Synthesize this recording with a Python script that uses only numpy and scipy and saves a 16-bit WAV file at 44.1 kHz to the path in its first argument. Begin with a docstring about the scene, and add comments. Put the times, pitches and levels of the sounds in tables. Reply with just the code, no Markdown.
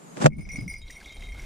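"""A bird of prey wearing two small bells takes off beside a camera in a winter wood.
First a faint far whistle over hiss. Wings whoosh and low wind rises; near 0.25 s the push-off knocks
the camera mount, which rings, and the hiss dips. From 0.3 s the bird flaps away in puffs of air; its
bells jingle, sink slightly in pitch and echo off the trees. From 0.9 s come brief rustles and two
noisy clapper clicks, while the hiss slowly comes back and the image narrows to mono."""
import sys
import numpy as np
from scipy import signal
from scipy.fft import rfft, irfft
from scipy.io import wavfile
from scipy.ndimage import uniform_filter1d

SR = 44100
rng = np.random.default_rng(int(sys.argv[2]) if len(sys.argv) > 2 else 0)


def int16_out(signal):
    """Quantize to a 16-bit WAV file."""
    q = np.round(np.clip(np.atleast_2d(signal).T, -1, 1) * 32767)
    wavfile.write(sys.argv[1], SR, q.astype(np.int16))


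N = 63945
T = np.arange(N) / SR

# Stereo likeness of noises. Each row: frequency in Hz, left-right correlation.
NOISE_CORRELATION = [(60, 0), (200, 0.23), (350, 0.1), (700, -0.43), (1400, -0.56), (2500, 0.07),
                     (16000, -0.4)]
# Share of the bells sent to the trees. Each row: time in seconds, gain in dB.
ECHO_SEND = [(.3, -24), (.75, -9), (1.0, -12.5), (1.45, -9.5)]


def amp(db):
    """Decibels to gain."""
    return 10 ** (np.asarray(db) / 20)


def unit_rms(x):
    """Scales to rms 1."""
    return x / np.sqrt(np.mean(x ** 2) + 1e-20)


def envelope(points):
    """Gain per sample from rows of seconds, dB."""
    return amp(np.interp(T, *np.transpose(points)))


def log_interp(points, hz):
    """Interpolates rows of Hz, value over log frequency."""
    f, value = np.transpose(points)
    return np.interp(np.log(hz + 1), np.log(f + 1), value)


def add(mix, start_s, sound):
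    """Mixes a sound in at start_s."""
    part = mix[:, round(start_s * SR):][:, :sound.shape[-1]]
    part += sound[..., :part.shape[1]]


def noise(spectrum, correlation):
    """Stereo noise at rms 1 with the given colour and left-right correlation."""
    hz = np.fft.rfftfreq(N, 1 / SR)
    left, other = rfft(rng.standard_normal((2, N)))
    c = np.clip(log_interp(correlation, hz) if np.ndim(correlation) else correlation, -1, 1)
    right = c * left + np.sqrt(1 - c ** 2) * other
    return unit_rms(irfft(np.array([left, right]) * amp(log_interp(spectrum, hz)), N))


def flicker(rms_db=2.35, smooth_s=0.018):
    """Quick random changes of gain."""
    return amp(rms_db * unit_rms(uniform_filter1d(rng.standard_normal(N), int(smooth_s * SR))))


def bursts(times_s, levels_db, decay_s):
    """Envelope of sudden onsets with exponential decay."""
    kicks = np.zeros(N)
    kicks[np.round(times_s * SR).astype(int) % N] = amp(levels_db)
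    return signal.lfilter([1], [1, -np.exp(-1 / (decay_s * SR))], kicks + 1e-12)


def whistle():
    """A thin wavering note far off, like a small songbird."""
    # Each row: time in seconds, pitch in Hz, level in dB.
    contour = [(0, 7300, -66), (.04, 7150, -55), (.08, 6750, -60), (.125, 6550, -58), (0.166, 7150, -58),
               (.185, 7100, -75)]
    times_s, hz, db = np.transpose(contour)
    waver_hz = 35 * unit_rms(uniform_filter1d(rng.standard_normal((2, N)), size=130))
    phase = 2 * np.pi * np.cumsum(np.interp(T, times_s, hz) + waver_hz, axis=1) / SR
    return amp(np.interp(T, times_s, db, right=-140)) * np.sin(phase)


def wind_and_hiss():
    """Wind on the microphone; background hiss dips after the thump, then slowly comes back."""
    # Spectra. Each row: frequency in Hz, relative level in dB.
    wind_spectrum = [(10, -10), (27, 0.5), (45, -1), (75, -5.5), (110, -17), (200, -25), (500, -40.5),
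                     (16000, -100)]
    early_spectrum = [(30, -36), (100, -53), (130, -7), (160, 1.5), (220, -5), (700, -12), (1100, -14),
                      (2400, -25), (3800, -29.5), (5700, -30.5), (7200, -23.5), (9000, -27.5),
                      (12600, -35.5), (16000, -48)]
    late_spectrum = [(40, 0.5), (150, -0.5), (300, -3.5), (700, -8), (1500, -15.5), (3500, -15),
                     (5000, -19), (7500, -21.5), (10000, -24), (14000, -31.5), (16000, -40)]
    # Envelopes. Each row: time in seconds, level in dB.
    wind_levels = [(0, -86), (.2, -68), (.27, -34.5), (.5, -43), (.65, -39.5), (.88, -40), (1.0, -56.5),
                   (1.1, -48), (1.2, -37), (1.45, -35)]
    early_levels = [(0, -48), (.2, -46.5), (.27, -57), (.3, -72)]
    late_levels = [(.25, -90), (.35, -69.5), (.55, -58), (.83, -62), (.9, -55.5), (1.02, -52), (1.3, -53.5),
                   (1.38, -50), (1.45, -50)]
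    wind = noise(wind_spectrum, correlation=0.18) * envelope(wind_levels)
    early_hiss = noise(early_spectrum, NOISE_CORRELATION) * envelope(early_levels)
    late_hiss = noise(late_spectrum, correlation=0.46) * envelope(late_levels) * flicker()
    return wind + early_hiss + late_hiss


def whoosh():
    """Feathers sweep the air in a swell up to the push-off."""
    # Each row: frequency in Hz, relative level in dB.
    spectrum = [(30, -27.5), (90, -44), (140, -2.5), (220, 0.5), (600, -7.5), (1300, -12.5), (2100, -22),
                (4000, -26.5), (7700, -24), (10500, -36), (14000, -65), (16000, -73)]
    # Each row: time in seconds, level in dB.
    levels = [(.14, -59), (.18, -38.5), (.2, -38), (.215, -26.5), (.24, -22.5), (.268, -25.5), (.28, -36.5),
              (.295, -62.5), (.32, -87)]
    return noise(spectrum, NOISE_CORRELATION) * envelope(levels) * flicker()


def mount_knocks():
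    """The push-off scrapes and knocks the camera mount, ringing its modes."""
    # Each row: frequency in Hz, gain in dB, T60 in seconds, left phase lead in radians.
    modes = [(125, -15.5, 0.123, 1.6), (148.5, 4, 0.13, 1.25), (215, -7.5, 0.078, 1.37),
             (512, -7, 0.032, 2.25), (596, -1, 0.029, 2.2), (680, -8, 0.021, 3.1), (1510, -25, 0.019, 3.6)]
    # Each row: start in seconds, then levels in dB of low modes, high modes, scrape.
    knocks = [(.171, -46, -31.5, -31.5), (.203, -32, -32, -37), (0.243, -9.5, -16, -23),
              (0.2574, -7, 0.5, -44), (.2600, -23.5, -8, -15.5), (0.2611, -12.5, -9, -7.5),
              (.2672, -28.5, -2.5, -16)]
    # Each row: frequency in Hz, relative level in dB.
    scrape_spectrum = [(100, -26), (500, -6), (1500, 6), (3000, -6), (5000, -13.5), (7500, -7.5),
                       (10000, -27), (12000, -55), (15000, -45)]
    split_hz, rise_cycles = 350, 0.33
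    out, t = np.zeros((2, N)), T[:SR // 4]
    for start_s, low_db, high_db, _ in knocks:
        for hz, db, t60_s, lead_rad in modes:
            knock_db = low_db if hz < split_hz else high_db
            decay = amp(db + knock_db - 60 * t / t60_s)
            rise = 1 - np.exp(-(t * hz / rise_cycles) ** 2)
            add(out, start_s, decay * rise * np.sin(2 * np.pi * hz * t - np.array([[0], [lead_rad]])))
    times_s, _, _, scrape_db = np.transpose(knocks)
    return out + noise(scrape_spectrum, NOISE_CORRELATION) * bursts(times_s, scrape_db, decay_s=0.0017)


def with_rebounds(strikes, mean_delay_s=0.010, mean_drop_db=13):
    """The clapper falls back more weakly after each strike; returns the columns, rebounds included."""
    first = np.array(strikes)
    delay, drop = 0.5 + rng.random((len(first), 2)).T
    times_s = first[:, 0] + mean_delay_s * delay
    levels_db = first[:, 1:] - mean_drop_db * drop[:, None]
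    return np.vstack([first, np.column_stack([times_s, levels_db])]).T


def bell_mode(times_s, levels_db, hz, t60_s):
    """One shell mode; each strike lands on a different spot and the swing detunes it a little."""
    # Doppler shift in flight. Each row: strike time in seconds, pitch ratio.
    doppler = [(.3, 1.014), (.45, 1.011), (.6, 1.007), (.72, 1.0), (.9, .996), (1.4, .992)]
    rise_s, swing_hz, spread_db = 0.0013, 15.1, 2.0
    out, t = np.zeros((1, N)), T[:SR // 4]
    shape = amp(-60 * t / t60_s) * (1 - np.exp(-t / rise_s))
    for start_s, db in zip(times_s, levels_db):
        force, phase, swing = rng.standard_normal(3)
        pitch_hz = hz * np.interp(start_s, *np.transpose(doppler)) + swing_hz * swing
        tone = np.sin(2 * np.pi * (pitch_hz * t + phase))
        add(out, start_s, amp(db + spread_db * force) * shape * tone)
    return out


def bells():
    """Loose clappers click against two small shells and set them ringing."""
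    # First bell. Each row: frequency in Hz, gain in dB, T60 in seconds,
    # mode family (rounded and clipped to 0-3), left minus right in dB.
    modes_one = [(2138, -4, 0.14, 0, -5), (2177, -2, 0.13, 0, 4.5), (2253, -2, 0.05, 0, 8.5),
                 (2398, -12.5, 0.039, -1, 12.5), (2084, -5, 0.031, -1, 11.5), (5000, -4, 0.21, 1, 2.5),
                 (5744, 2.5, 0.094, 2.5, 5.5), (5930, -15.5, 0.14, 19, -16), (8930, -9.5, 0.068, 3, -20),
                 (8976, -3, 0.15, 3, -12.5), (9150, -6, 0.044, 3, -2), (10620, -13.5, 0.1, 3, -8),
                 (13330, -29, 0.12, 3, 10), (14550, -15, 0.088, 3, -21), (14760, -26, .07, 3, -1)]
    # Its clapper. Each row: start in seconds, then drive in dB of the 2.2 kHz, 5 kHz,
    # 5.8 kHz and top families and of the click.
    strikes_one = [(0.303, -58, -78, -89, -79, -77), (.320, -52, -86.5, -84, -76, -77),
                   (.331, -48, -69, -75, -73, -72), (.366, -87, -72, -72, -61, -75),
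                   (.381, -50.5, -70, -77, -58, -64), (.394, -50.5, -59, -72, -79, -52),
                   (.4076, -43, -57, -68, -52.5, -54), (.430, -67, -56, -60, -86, -74),
                   (.452, -45.5, -59, -58, -84, -72), (.4895, -30.5, -49, -45.5, -54, -44),
                   (.508, -38, -59, -71, -61, -50), (.517, -58, -71, -37.5, -49, -44),
                   (.528, -35, -65, -42.5, -48, -59), (.541, -40.5, -71, -58, -61, -55),
                   (.557, -33, -52, -40.5, -46, -39.5), (.570, -39.5, -38.5, -71, -50.5, -39),
                   (.586, -40, -44, -62, -75, -63), (.607, -40, -45, -57, -49.5, -52),
                   (.623, -50, -44.5, -62, -58, -51), (.678, -34, -63, -44, -42.5, -43),
                   (.696, -34, -40, -48.5, -42, -52), (.720, -40, -46, -52.5, -52, -57),
                   (.7373, -33, -59, -52, -67, -37.5), (.747, -61, -49.5, -63, -60, -61),
                   (.7628, -41, -51, -50, -55, -59), (.7812, -57, -51, -70, -55, -69),
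                   (.836, -50.5, -81, -79, -80, -67), (.867, -48, -68.5, -59, -67, -59),
                   (.897, -67, -65, -68, -58, -43), (.9059, -40.5, -55, -45, -50, -33.5),
                   (.926, -53, -65, -55, -52, -51), (.952, -45, -73, -48, -64, -54),
                   (.961, -39, -73, -53, -49, -47), (.977, -48, -77, -60, -57, -61),
                   (1.002, -47, -70, -63, -58.5, -41), (1.030, -51, -59, -59, -69, -46),
                   (1.0586, -39, -71, -53, -57, -40.5), (1.095, -43.5, -72, -62, -66, -46),
                   (1.123, -55, -70, -63, -69, -40), (1.144, -43, -66, -71, -53, -60),
                   (1.160, -44.5, -76, -63, -60, -59), (1.195, -48.5, -60, -62, -60, -62),
                   (1.2237, -40.5, -69, -65, -64, -42.5), (1.2696, -43, -72, -65, -58, -56),
                   (1.2861, -40.5, -77, -62, -56.5, -61), (1.3215, -39, -79, -56, -74, -41),
                   (1.345, -45.5, -85, -73, -76, -56), (1.3769, -45.5, -77, -74, -78, -68),
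                   (1.3938, -37.5, -72, -48, -54, -56), (1.420, -49.5, -75, -54, -65, -39),
                   (1.437, -44, -76, -70, -58, -41)]
    # Second bell. Each row: frequency in Hz, gain in dB, T60 in seconds.
    modes_two = [(3192, -14.5, 0.54), (3772, -2, 0.11), (3880, -9.5, 0.072), (3970, -14, 0.14),
                 (6820, -19, 0.21), (7300, -34, 0.096), (7300, -42, 0.11), (12904, -36, 0.16),
                 (14300, -44, 0.16)]
    # Its clapper. Each row: start in seconds, drive in dB.
    strikes_two = [(0.816, -43.5), (.874, -73), (0.883, -51), (0.923, -47.5), (1.014, -62), (1.045, -46.5),
                   (1.060, -60), (1.088, -54), (1.107, -45), (1.130, -50), (1.166, -45), (1.205, -43.5),
                   (1.235, -44), (1.263, -42.5), (1.285, -50), (1.364, -50.5), (1.406, -52)]
    # Each row: frequency in Hz, relative level in dB.
    click_spectrum = [(300, -28), (1200, -36), (1800, -26), (2280, 14), (3000, -12), (4200, -9),
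                      (6500, -1.5), (10000, -15.5), (11800, -39), (13300, -18), (14000, -29), (14700, -10),
                      (16000, -32)]
    click_decay_s = 0.0047
    one_s, *family_db, click_db = with_rebounds(strikes_one)
    two_s, two_db = with_rebounds(strikes_two)
    one = 0
    for hz, db, t60_s, family, pan_db in modes_one:
        drive_db = family_db[int(np.clip(round(family), 0, 3))]
        one += amp([[pan_db / 2], [-pan_db / 2]]) * bell_mode(one_s, drive_db + db, hz, t60_s)
    two = sum(bell_mode(two_s, two_db + db, hz, t60_s) for hz, db, t60_s in modes_two)
    impacts = bursts(one_s, click_db, click_decay_s) + bursts(two_s, two_db - 3, click_decay_s)
    clicks = amp(-4) * noise(click_spectrum, correlation=0.36) * impacts
    return one + two + clicks


def among_trees(source):
    """Direct sound yields to scattered echoes from trunks as the bird recedes."""
    t60_s, predelay_s, tap_density = 0.23, 0.008, 0.05
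    t, send = T[:SR // 2], envelope(ECHO_SEND)
    taps = rng.standard_normal((2, len(t))) * (rng.random((2, len(t))) < tap_density)
    taps *= (t > predelay_s) * amp(-60 * t / t60_s)
    echoes = signal.fftconvolve(source * send, taps / np.linalg.norm(taps[0]), axes=1)[:, :N]
    return source * (1 - 0.74 * send) + echoes


def wingbeats():
    """Each beat throws a low puff of air, turbulence and a rustle of feathers."""
    # Each row: centre in seconds, half length in seconds, air level in dB, puff pitch in Hz,
    # feather level in dB.
    beats = [(0.316, 0.031, -40, 209.3, -84), (.372, .012, -38.5, 200, -85),
             (0.395, 0.011, -33.5, 160, -54.5), (0.43, 0.027, -44.5, 101, -64),
             (.482, 0.018, -46, 195, -54), (.552, 0.028, -41.5, 168, -55), (.589, 0.004, -27.5, 256, -49.5),
             (0.599, 0.016, -46, 283, -52.5), (0.631, 0.021, -36.5, 118, -54.5),
             (.674, 0.018, -37, 179, -70), (0.733, 0.023, -59.5, 180, -56.5)]
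    # Spectra. Each row: frequency in Hz, relative level in dB.
    air_spectrum = [(30, -20), (70, -4.5), (130, 2.5), (190, -1), (280, -4), (400, -22), (900, -40),
                    (16000, -100)]
    feather_spectrum = [(100, -7), (400, 8), (1000, -4.5), (3000, -15.5), (7000, -13.5), (10000, -41),
                        (12000, -44), (16000, -50)]
    puffs = air_gain = feather_gain = 0
    for centre_s, half_s, air_db, hz, feather_db in beats:
        t = T - centre_s
        swell = np.exp(-(t / half_s) ** 2)
        puffs += amp(air_db + 0.5) * swell * np.sin(2 * np.pi * hz * t)
        air_gain += amp(air_db - 0.5) * swell
        feather_gain += amp(feather_db) * swell
    turbulence = noise(air_spectrum, correlation=0) * air_gain
    feathers = noise(feather_spectrum, correlation=0.23) * feather_gain * flicker()
    return puffs + turbulence + feathers


def rustles_and_clicks():
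    """Short grainy rustles, and noisy clicks near 2 kHz as the clapper strikes the bell."""
    # Each row: centre in seconds, half length in seconds, level in dB, band centre in Hz.
    # The clicks are at 0.905 s and 1.225 s; the rest are twigs and dry leaves.
    events = [(0.885, 0.008, -51.5, 3860), (0.905, 0.0035, -40, 2010), (0.939, 0.0041, -59, 880),
              (1.012, 0.0083, -53.5, 1620), (1.015, 0.0092, -57, 4600), (1.052, 0.0092, -55, 3380),
              (1.09, 0.014, -50.5, 3660), (1.169, 0.002, -46, 3880), (1.168, 0.0041, -51, 740),
              (1.225, 0.005, -46.5, 2370), (1.235, 0.0075, -62, 2830), (1.356, 0.0064, -55, 1220),
              (1.389, 0.023, -57.5, 1500), (1.427, .025, -61, 1630)]
    size, half_width_octaves = 8192, 0.12
    hz, out = np.fft.rfftfreq(size, 1 / SR), np.zeros((2, N))
    t = (np.arange(size) - size // 2) / SR
    for centre_s, half_s, db, centre_hz in events:
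        grains = rng.standard_normal(size) ** 3  # cubed for sparse spikes
        band = 1 / (1 + (np.log2((hz + 1) / centre_hz) / half_width_octaves) ** 2)
        band_noise = unit_rms(irfft(rfft(grains) * band))
        add(out, centre_s + t[0], amp(db) * band_noise * np.exp(-(t / half_s) ** 2))
    return out


def scene():
    """The bird and the wood around it."""
    jingle = among_trees(bells())
    low_cut = signal.butter(3, 113, "high", fs=SR, output="sos")  # the take-off sounds carry no deep bass
    take_off = signal.sosfilt(low_cut, whoosh() + mount_knocks())
    return jingle + take_off + wingbeats() + rustles_and_clicks() + whistle() + wind_and_hiss()


def record(dry):
    """Narrows the image to mono, soft-clips the loudest knock and cuts the top."""
    # Each row: time in seconds, stereo width from 0 to 1.
    widths = [(0, 0.88), (.45, 1), (.62, 0.58), (.8, 0.28), (.92, 0.14), (1.45, 0)]
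    ceiling, cutoff_hz = 0.98, 15300
    mid = dry.mean(0)
    narrowed = mid + (dry - mid) * np.interp(T, *np.transpose(widths))
    clipped = narrowed / (1 + (narrowed / ceiling) ** 4) ** 0.25
    low_pass = signal.firwin(255, cutoff_hz, window=("kaiser", 9), fs=SR)
    return signal.oaconvolve(clipped, low_pass[None], "same")


dry = scene()
out = record(dry)
int16_out(out)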